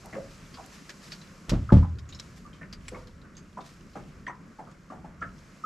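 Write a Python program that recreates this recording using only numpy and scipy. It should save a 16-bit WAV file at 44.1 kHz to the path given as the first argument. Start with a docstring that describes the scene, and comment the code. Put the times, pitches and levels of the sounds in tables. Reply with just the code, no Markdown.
"""On the deck of a small aluminium fishing boat drifting on a lake, microphone pair standing on the deck.
From the start wavelets lap close by: ringing air pockets and noisy slaps under the plating. Light clicks of
tackle, drops, a sole and lap edges (cracks with a brief ring) and swishes of clothing and line come and go.
About 1.5 s in a soft thump, then at 1.7 s one heavy knock, excite the decaying modes of the hull; lapping goes
on to the end. Hull drone, rumble, ripple and a high hiss with a rustle (wavering noise) lie underneath."""
import sys
import numpy as np
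from scipy import signal
from scipy.fft import rfft, irfft, next_fast_len
from scipy.io import wavfile
from scipy.ndimage import uniform_filter1d

SR = 44100
rng = np.random.default_rng(int(sys.argv[2]) if len(sys.argv) > 2 else 0)


def put_to_file(sound):
    """Save the sound as 16-bit audio at rate SR, in the file named by the first command-line argument."""
    columns = np.atleast_2d(sound).T  # one column per channel
    safe = np.clip(columns, -1, 1)
    whole_steps = np.round(safe * 32767)
    wavfile.write(sys.argv[1], SR, whole_steps.astype(np.int16))


N = 249165  # length [samples]
HIT = np.arange(32768) / SR  # time axis of one short event [s]

# Blows on the deck:
# (time [s], level [dB], contact time [ms], plating rattle [dB], struck spot along the deck [0-1])
KNOCKS = [(1.484, -2.5, 20, -37, 0.93), (1.516, -13, 1.8, -27, 0.92), (1.531, -29.5, 0.47, -27.5, 1),
          (1.533, -8, 9.7, -33, 0.82), (1.7213, 0.5, 0.24, -19.5, 0.95), (1.767, -7, 4.7, -26, 0.97)]
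# Modes the deck and hull ring with: (frequency [Hz], relative level [dB], t60 [s])
HULL_MODES = [(42.7, -14, 0.26), (75, -10.5, 0.92), (83.2, -15.5, 0.72), (114, -7.5, 0.71),
              (153.6, -13.5, 0.23), (174, -17, 0.48), (183.8, -4, 0.22), (254.5, -5.5, .17),
              (270.3, -18, 0.56), (297, -10, 0.11), (338.3, -11.5, 0.17), (490, -17, 0.13),
              (566, -10, 0.11), (610, -37, 0.098), (675, -26.5, 0.14), (876, -24, 0.14)]
# Spectrum of the dense higher modes of the plating: (frequency [Hz], level [dB])
PLATING_SPECTRUM = [(60, -12), (150, 9.5), (310, 2), (420, -8.5), (600, -7.5), (780, -13), (1200, -16.5),
                    (2000, -26), (5000, -34.5), (8000, -42.5), (14000, -62)]
# Spectrum of the air in the hollow under the deck: (frequency [Hz], level [dB])
HOLLOW_SPECTRUM = [(25, -23), (45, -3), (80, 4.5), (120, 0.5), (180, -6), (400, -47), (1500, -96)]
# Wavelets trapping air under the hull:
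# (time [s], pocket pitch [Hz], gurgle level [dB], slap and nudge offset from it [dB], swell time [ms])
LAPS = [(0.043, 766, -50, -5, 6), (0.126, 2020, -45.5, 5, 3.4), (0.148, 1094, -49.5, 7.5, 1.3),
        (0.158, 533, -34, -24, 8.4), (0.570, 1090, -49, -16, 3.4), (0.581, 760, -44.5, -10, 5.7),
        (1.69, 1277, -34, -15.5, 3.4), (1.827, 999, -40, -14, 1.2), (2.451, 1172, -49.5, -20, 1.1),
        (2.611, 1790, -45.5, -3, 3.2), (2.630, 1850, -55.5, 1, 2.4), (2.916, 494.5, -40, -9.5, 6),
        (2.945, 1130, -45, -6, 1.3), (2.946, 2190, -48, -23, 0.81), (3.240, 1490, -55.5, -11.5, 5),
        (3.571, 970, -37.5, -8.5, 2.5), (3.952, 789, -42, 2.5, 3), (4.266, 1855, -35, -11, 2.6),
        (4.277, 1011, -36.5, -15.5, 3.5), (4.585, 866, -41.5, -6, 5.6), (4.670, 1230, -53.5, 1.5, 3),
        (4.900, 1128, -43.5, -2, 2.7), (4.919, 735, -42.5, -7, 3), (5.041, 840, -47, -4, 3.5),
        (5.214, 1334, -32, -10, 6.6), (5.636, 1246, -29, -20, 8.5)]
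# Modes the side panels ring with: (frequency [Hz], relative level [dB], t60 [s])
PANEL_MODES = [(672, 1.5, 0.37), (982, -12, 0.31), (1030, -10.5, 0.22), (1240, -6, 0.2), (1420, -15, 0.63),
               (1630, -10, 0.18), (1820, -16, 0.17)]
# Spectrum of the broad slap of water on the plating: (frequency [Hz], level [dB])
SLAP_SPECTRUM = [(80, -12), (200, 14.5), (400, 6.5), (650, 9.5), (900, 0), (1250, 3), (2000, -8.5),
                 (3200, -20), (4200, -24), (7000, -21.5), (14000, -42.5)]
# Light clicks of tackle and drops, a shoe sole's slap, bright edges of a lap:
# (time [s], ring pitch [Hz], ring level [dB], crack level [dB], t60 of crack and deck smear [s])
TICKS = [(0.059, 8900, -49, -52, 0.005), (0.542, 4700, -46.5, -51, 0.097), (0.662, 8400, -51.5, -52, 0.006),
         (0.893, 1705, -42.5, -39.5, 0.079), (1.119, 4530, -39, -41.5, 0.097),
         (1.215, 4180, -51, -52, 0.077), (1.4944, 7650, -42, -27.5, 0.01), (1.496, 5480, -44, -31, 0.082),
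         (1.986, 3680, -53.5, -49, 0.063), (2.090, 6750, -50, -51.5, 0.11), (2.125, 3830, -44.5, -52, 0.12),
         (2.148, 5270, -45, -58, 0.063), (2.19, 3930, -48, -51, 0.14), (2.198, 5200, -37.5, -41.5, 0.024),
         (2.530, 3130, -55.5, -61, 0.25), (2.727, 4800, -44, -43, 0.086), (2.8821, 2280, -39.5, -45, 0.033),
         (2.882, 7700, -42, -45, 0.049), (3.071, 4090, -59, -55, 0.079), (3.368, 6420, -47, -54, 0.14),
         (3.606, 3620, -56, -55.5, 0.15), (4.266, 3150, -51.5, -56.5, 0.076), (4.279, 6100, -54, -72, 0.11)]
# Spectrum of the crack of a click: (frequency [Hz], level [dB])
CRACK_SPECTRUM = [(200, 1.5), (500, 3.5), (780, -8.5), (1200, 4), (3000, 1), (5000, 2), (7500, -6.5),
                  (9500, -19.5), (12500, -18.5), (15000, -46)]
# Soft swishes of clothing and line: (time [s], relative level [dB], t60 [s])
BRUSHES = [(0.298, -52, 0.3), (0.719, -49, 0.32), (1.012, -51, 0.88), (1.099, -57, 0.82), (2.36, -48, 0.13),
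           (2.96, -60.5, 0.86), (3.638, -52, 0.52)]
# Spectrum of the swishes: (frequency [Hz], level [dB])
CLOTH_SPECTRUM = [(900, -7.5), (1600, -4), (3000, -8.5), (5000, -5.5), (7500, -11), (9000, -17.5),
                  (12300, -21), (14500, -37)]
# Spectrum of the water rippling along the hull: (frequency [Hz], level [dB])
RIPPLE_SPECTRUM = [(350, -1.5), (560, 5.5), (820, -6.5), (1100, 3), (1400, 3), (2300, -6), (3200, -23),
                   (6000, -57)]
# Spectrum of the hull drone, also heard when a wave nudges the hull: (frequency [Hz], level [dB])
DRONE_SPECTRUM = [(60, -14.5), (100, -18), (150, 3.5), (195, 2.5), (280, -7), (420, -12), (800, -59.5)]
# Spectrum of the rumble of the rocking hull: (frequency [Hz], level [dB])
RUMBLE_SPECTRUM = [(15, -24), (28, 14), (60, 9.5), (110, 9.5), (170, -11), (400, -55)]
# The hull rocks in slow swells: (time [s], rumble level [dB])
SWELL = [(0, -56), (.4, -51.5), (.75, -60.5), (2.35, -52.5), (2.9, -49), (3.4, -57), (4.0, -54.5),
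         (4.5, -62), (5.3, -51), (5.65, -62)]
# The high hiss and a rustle rise and fall together: (time [s], shared level [dB])
HISS_LEVEL = [(0.0, -64), (0.64, -60.5), (1.6, -64), (1.92, -70), (2.06, -70), (2.23, -62.5), (2.53, -70),
              (2.77, -69.5), (2.91, -61), (3.08, -72.5), (3.32, -71), (3.6, -68), (4.12, -66.5),
              (4.34, -71), (5.16, -71.5), (5.35, -68), (5.65, -67)]
# Spectrum of the high hiss, perhaps of the microphones: (frequency [Hz], level [dB])
HISS_SPECTRUM = [(2500, -33), (4000, 0), (5200, 3.5), (7600, 0.5), (8600, -7.5), (12300, -12), (14200, -40)]
# Spectrum of the rustle: (frequency [Hz], level [dB])
RUSTLE_SPECTRUM = [(1400, -1.5), (2400, 2.5), (3000, -0.5), (4200, -8), (6000, -14.5), (12000, -24)]
# How unlike the two microphones hear: (frequency [Hz], gain of the side signal [dB])
SIDE_WIDTH = [(60, -24), (250, -13.5), (500, -11), (1000, -7), (2000, -7), (4000, -8.5), (8000, -11.5),
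              (12000, -6)]

# A blow is broad, so even a mode with a node at the struck spot swings this much
NODE_DB = -9
# Rumble of the hollow under the deck, relative to the blow
HOLLOW_DB, HOLLOW_RISE_S, HOLLOW_T60_S = -26.5, 0.045, 0.96
# A bigger pocket is lower and rings on longer: t60 at 1 kHz, and the power of pitch by which it shortens
LAP_T60_S, LAP_T60_SLOPE = 0.24, 0.65
# The pocket dies 60 dB in some cycles of its starting pitch while the pitch climbs
POCKET_CYCLES, POCKET_OCTAVES_PER_S = 47.4, 1.4
# Fainter, shorter bubbles fall within this spread
BUBBLES_DB, BUBBLE_SPREAD_S = -10, 0.028
# The bulk of each wave nudges the hull
NUDGE_RISE_S, NUDGE_T60_S, NUDGE_DB = 0.027, 0.54, 1.5
# Random faint clicks: lowest pitch (they spread over an octave), level, t60
FAINT_TICK_HZ, FAINT_TICK_DB, FAINT_TICK_T60_S = 3650, -62.5, 0.057
BRUSH_RISE_S = 0.011
# The water ripples on, a little louder when the hiss is (dB gained per dB of shared hiss level)
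RIPPLE_DB, RIPPLE_FOLLOWS = -59.5, 0.27
DRONE_DB = -52.5
# Hiss and rustle, relative to their shared level
HISS_DB, RUSTLE_DB = -0.5, 1.05
TOP_HZ = 14000  # upper limit of the recorder


def knocks():
    """Each blow pushes the deck for a moment; a longer push wakes only the lowest modes."""
    out = np.zeros((2, N))
    modes = np.array([undb(db) * ring(hz, t60, 0.00045) for hz, db, t60 in HULL_MODES])
    # the weight settles on the deck and checks its swing
    modes = modes * undb(np.interp(HIT, [0.118, 0.132], [0, -8]))
    for s, db, contact_ms, rattle_db, spot in KNOCKS:
        # the struck spot decides how far, and which way, each mode swings
        swing = np.cos(np.pi * spot * np.arange(len(modes)))
        swing = np.copysign(np.maximum(np.abs(swing), undb(NODE_DB)), swing)
        hull = swing @ modes
        push = np.sin(np.pi * np.minimum(HIT * 1000 / contact_ms, 1))
        pushed = signal.fftconvolve(hull, push / push.sum())[:len(HIT)]
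        boom = signal.hilbert(undb(db) * pushed)
        boom = np.array([boom.real, 0.5 * boom.imag])  # the microphones differ a little in phase
        rattle_fade = fade(0.091, 0.00064) + undb(-3.5) * fade(0.31, 0.0096)
        rattle = noise(PLATING_SPECTRUM, len(HIT)) * rattle_fade
        hollow = noise(HOLLOW_SPECTRUM, len(HIT)) * fade(HOLLOW_T60_S, HOLLOW_RISE_S)
        add(out, s, boom + undb(rattle_db) * rattle + undb(db + HOLLOW_DB) * hollow)
    return out


def laps():
    """A wavelet slaps the hull; its trapped air rings with bubbles around its pitch, and the plating rings on."""
    out = np.zeros((2, N))
    for s, hz, db, slap_db, swell_ms in LAPS:
        t60 = LAP_T60_S * (1000 / hz) ** LAP_T60_SLOPE
        pocket = ring(hz, POCKET_CYCLES / hz, 2 / hz, glide=POCKET_OCTAVES_PER_S)
        for late, detune in zip(rng.random(6), rng.uniform(-0.89, 1, 6)):
            bubble_hz = hz * 2 ** (0.36 * detune)
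            bubble = ring(bubble_hz, 22 / bubble_hz, 0.00025)
            pocket = pocket + undb(BUBBLES_DB) * np.roll(bubble, int(late * BUBBLE_SPREAD_S * SR))
        # the water closes on the plating gradually
        swell = 1 - np.exp(-(HIT * 1000 / swell_ms) ** 2)
        gurgle = peak_level(scatter(pocket, t60, wet_db=-5.0) * swell, db, size=882)
        slap = noise(SLAP_SPECTRUM, len(HIT)) * fade(1.03 * t60, 0.0027) * swell
        # the nudge of the wave's bulk builds up more slowly
        nudge = noise(DRONE_SPECTRUM, len(HIT)) * fade(NUDGE_T60_S, NUDGE_RISE_S)
        add(out, s, gurgle + undb(db + slap_db) * (undb(3.5) * slap + undb(NUDGE_DB) * nudge))
    return out


def panels(x):
    """The side panels sing along with the sound sent into them, each mode as a decaying resonance."""
    response = np.zeros(len(HIT))
    for hz, db, t60 in PANEL_MODES:
        response += undb(db) * 2 * ring(hz, t60, 0.0005) / fade(t60, 0.0005).sum()
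    return x + signal.fftconvolve(x, response[None], axes=1)[:, :N]


def ticks():
    """A short crack and a brief ring of three close partials, the ring smeared by the deck."""
    out = np.zeros((2, N))
    for s, hz, ring_db, crack_db, t60 in TICKS + faint_ticks(count=10):
        partials = hz * np.array([1, rng.uniform(0.682, 1.0), rng.uniform(1.0, 1.332)])
        ping_t60 = min(t60 * 0.084, 50 / hz)
        ping = sum(undb(db) * ring(f, ping_t60, 0.0021) for f, db in zip(partials, [0, -7, -8]))
        ping = peak_level(scatter(ping, t60, wet_db=0.5), ring_db, size=220)
        # the contact chatters: its strength changes every 1.5 ms
        chatter = undb(2 * np.repeat(rng.standard_normal(len(HIT) // 64), 64))
        crack = noise(CRACK_SPECTRUM, len(HIT)) * fade(t60, t60 / 60) * chatter
        add(out, s, ping + undb(crack_db + 2.0) * crack)  # all cracks 2 dB up
    return out


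def faint_ticks(count):
    """Rows like those of TICKS for faint clicks that fall at random."""
    return [(when * N / SR, FAINT_TICK_HZ * 2 ** pitch, FAINT_TICK_DB, FAINT_TICK_DB, FAINT_TICK_T60_S)
            for when, pitch in rng.random((count, 2))]


def brushes():
    """Sleeves and line brush past: short swishes of noise whose strength jumps every 6 ms."""
    out = np.zeros((2, N))
    for s, db, t60 in BRUSHES:
        grain = undb(2 * np.repeat(rng.standard_normal(len(HIT) // 256), 256))
        swish = noise(CLOTH_SPECTRUM, len(HIT)) * fade(t60, BRUSH_RISE_S) * grain
        add(out, s, undb(db) * swish)
    return out


def water_ripple(hiss_gain):
    """Wavering noise and tiny ringing bubbles along the waterline, a little louder when the hiss is."""
    ripple = noise(RIPPLE_SPECTRUM, N) * undb(1.4 * walk(12))
    ripple = ripple + undb(-15) * droplets(900, 2360, cycles=47, count=260)
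    follow = (hiss_gain / hiss_gain.mean()) ** RIPPLE_FOLLOWS
    return undb(RIPPLE_DB) * follow * ripple


def hull_drone():
    """A faint wavering drone, and a deeper rumble that comes in slow swells as the hull rocks."""
    drone = noise(DRONE_SPECTRUM, N) * undb(2.9 * walk(22))
    rumble = noise(RUMBLE_SPECTRUM, N) * undb(2.44 * walk(4.3))
    return undb(DRONE_DB) * drone + gain_curve(SWELL) * rumble


def hiss_and_rustle(hiss_gain):
    """A high hiss, perhaps of the microphones, rising and falling along with a faster, grainy rustle."""
    hiss = noise(HISS_SPECTRUM, N) * undb(1.2 * walk(4.81))
    rustle = noise(RUSTLE_SPECTRUM, N) * undb(1.2 * walk(25.49))
    rustle = rustle + undb(-11.0) * droplets(2440, 7360, cycles=26, count=220)
    return hiss_gain * (undb(HISS_DB) * hiss + undb(RUSTLE_DB) * rustle)


def background():
    """The continuous bed under the events: water, hull, hiss and rustle."""
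    hiss_gain = gain_curve(HISS_LEVEL)
    return water_ripple(hiss_gain) + hull_drone() + hiss_and_rustle(hiss_gain)


def droplets(low_hz, high_hz, cycles, count):
    """Tiny decaying pings at random times, pitches, strengths and sides, together rms 1."""
    out, t = np.zeros((2, N)), HIT[:2048]
    for when, pitch, size, side in rng.random((count, 4)):
        hz = low_hz * (high_hz / low_hz) ** pitch
        grain = np.sin(2 * np.pi * hz * t) * np.exp(-np.log(1000) * hz * t / cycles)
        add(out, when * N / SR, undb(16 * size ** 2) * np.outer([1, 4 * side - 2], grain))
    return unit(out)


def walk(rate):
    """Slow random wavering, `rate` new values a second joined by straight lines."""
    knots = rng.standard_normal(400)
    return 1.02 * np.interp(np.arange(N) / SR * rate, np.arange(len(knots)), knots)


def gain_curve(points):
    """A (time [s], level [dB]) curve as a gain for every sample."""
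    return undb(np.interp(np.arange(N) / SR, *np.transpose(points)))


def undb(db):
    """Decibels to gain."""
    return 10 ** (np.asarray(db) / 20)


def unit(x):
    """Scale to rms 1."""
    return x / np.sqrt(np.mean(x ** 2))


def colour(x, points):
    """Shape a sound by a (frequency [Hz], level [dB]) curve, interpolated over log frequency."""
    hz, db = np.transpose(points)
    n = next_fast_len(x.shape[-1])
    f = np.maximum(np.arange(n // 2 + 1) * SR / n, 1)
    gain = undb(np.interp(np.log(f), np.log(hz), db))
    return irfft(rfft(x, n) * gain, n)[..., :x.shape[-1]]


def noise(points, size):
    """Coloured noise, mid and side unrelated, rms 1."""
    return unit(colour(rng.standard_normal((2, size)), points))


def fade(t60, rise):
    """Envelope of a hit: rises with time constant `rise` [s], then dies 60 dB in `t60` [s]."""
    return (1 - np.exp(-HIT / rise)) * np.exp(-np.log(1000) * HIT / t60)


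def ring(hz, t60, rise, glide=0):
    """A dying sine whose pitch may climb by `glide` octaves a second, one octave at most."""
    pitch = hz * 2 ** np.clip(glide * HIT, -1, 1)
    return fade(t60, rise) * np.sin(2 * np.pi * np.cumsum(pitch) / SR)


def scatter(x, t60, wet_db):
    """Send a short ring through the metal: it arrives directly and again as a dense dying tail (mid, side)."""
    paths = rng.standard_normal((2, len(HIT))) * fade(t60, 0.003)
    tail = signal.fftconvolve(x[None], paths, axes=1)[:, :len(HIT)]
    tail = undb(wet_db) * np.array([unit(row) for row in tail])
    direct = unit(x) * np.array([[1], [0]])  # mid only
    return tail + direct


def peak_level(x, db, size):
    """Set the loudest stretch of `size` samples in the mid signal to an rms level."""
    return x * undb(db) / np.sqrt(uniform_filter1d(x[0] ** 2, size).max())


def add(track, s, x):
    """Mix a sound into the track at time s [s]."""
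    i = int(np.clip(s * SR, 0, N - 1))
    track[:, i:i + x.shape[-1]] += x[:, :N - i]


def scene():
    """All sources as mid and side; the close microphones hear the bass nearly alike."""
    water = undb(-0.5) * panels(laps())
    mid, side = knocks() + water + ticks() + brushes() + background()
    side = colour(side, SIDE_WIDTH)
    return np.array([mid + side, mid - side])


def record(dry):
    """The recorder drops the deepest rumble, rounds the highest peaks and cuts the top."""
    low_cut = signal.butter(2, 22, "high", fs=SR, output="sos")
    dry = signal.sosfilt(low_cut, dry)
    dry = dry / (1 + (dry / 0.85) ** 4) ** 0.25
    top_cut = signal.ellip(8, 0.2, 70, TOP_HZ, fs=SR, output="sos")
    return signal.sosfilt(top_cut, dry)


dry = scene()
out = record(dry)
put_to_file(out)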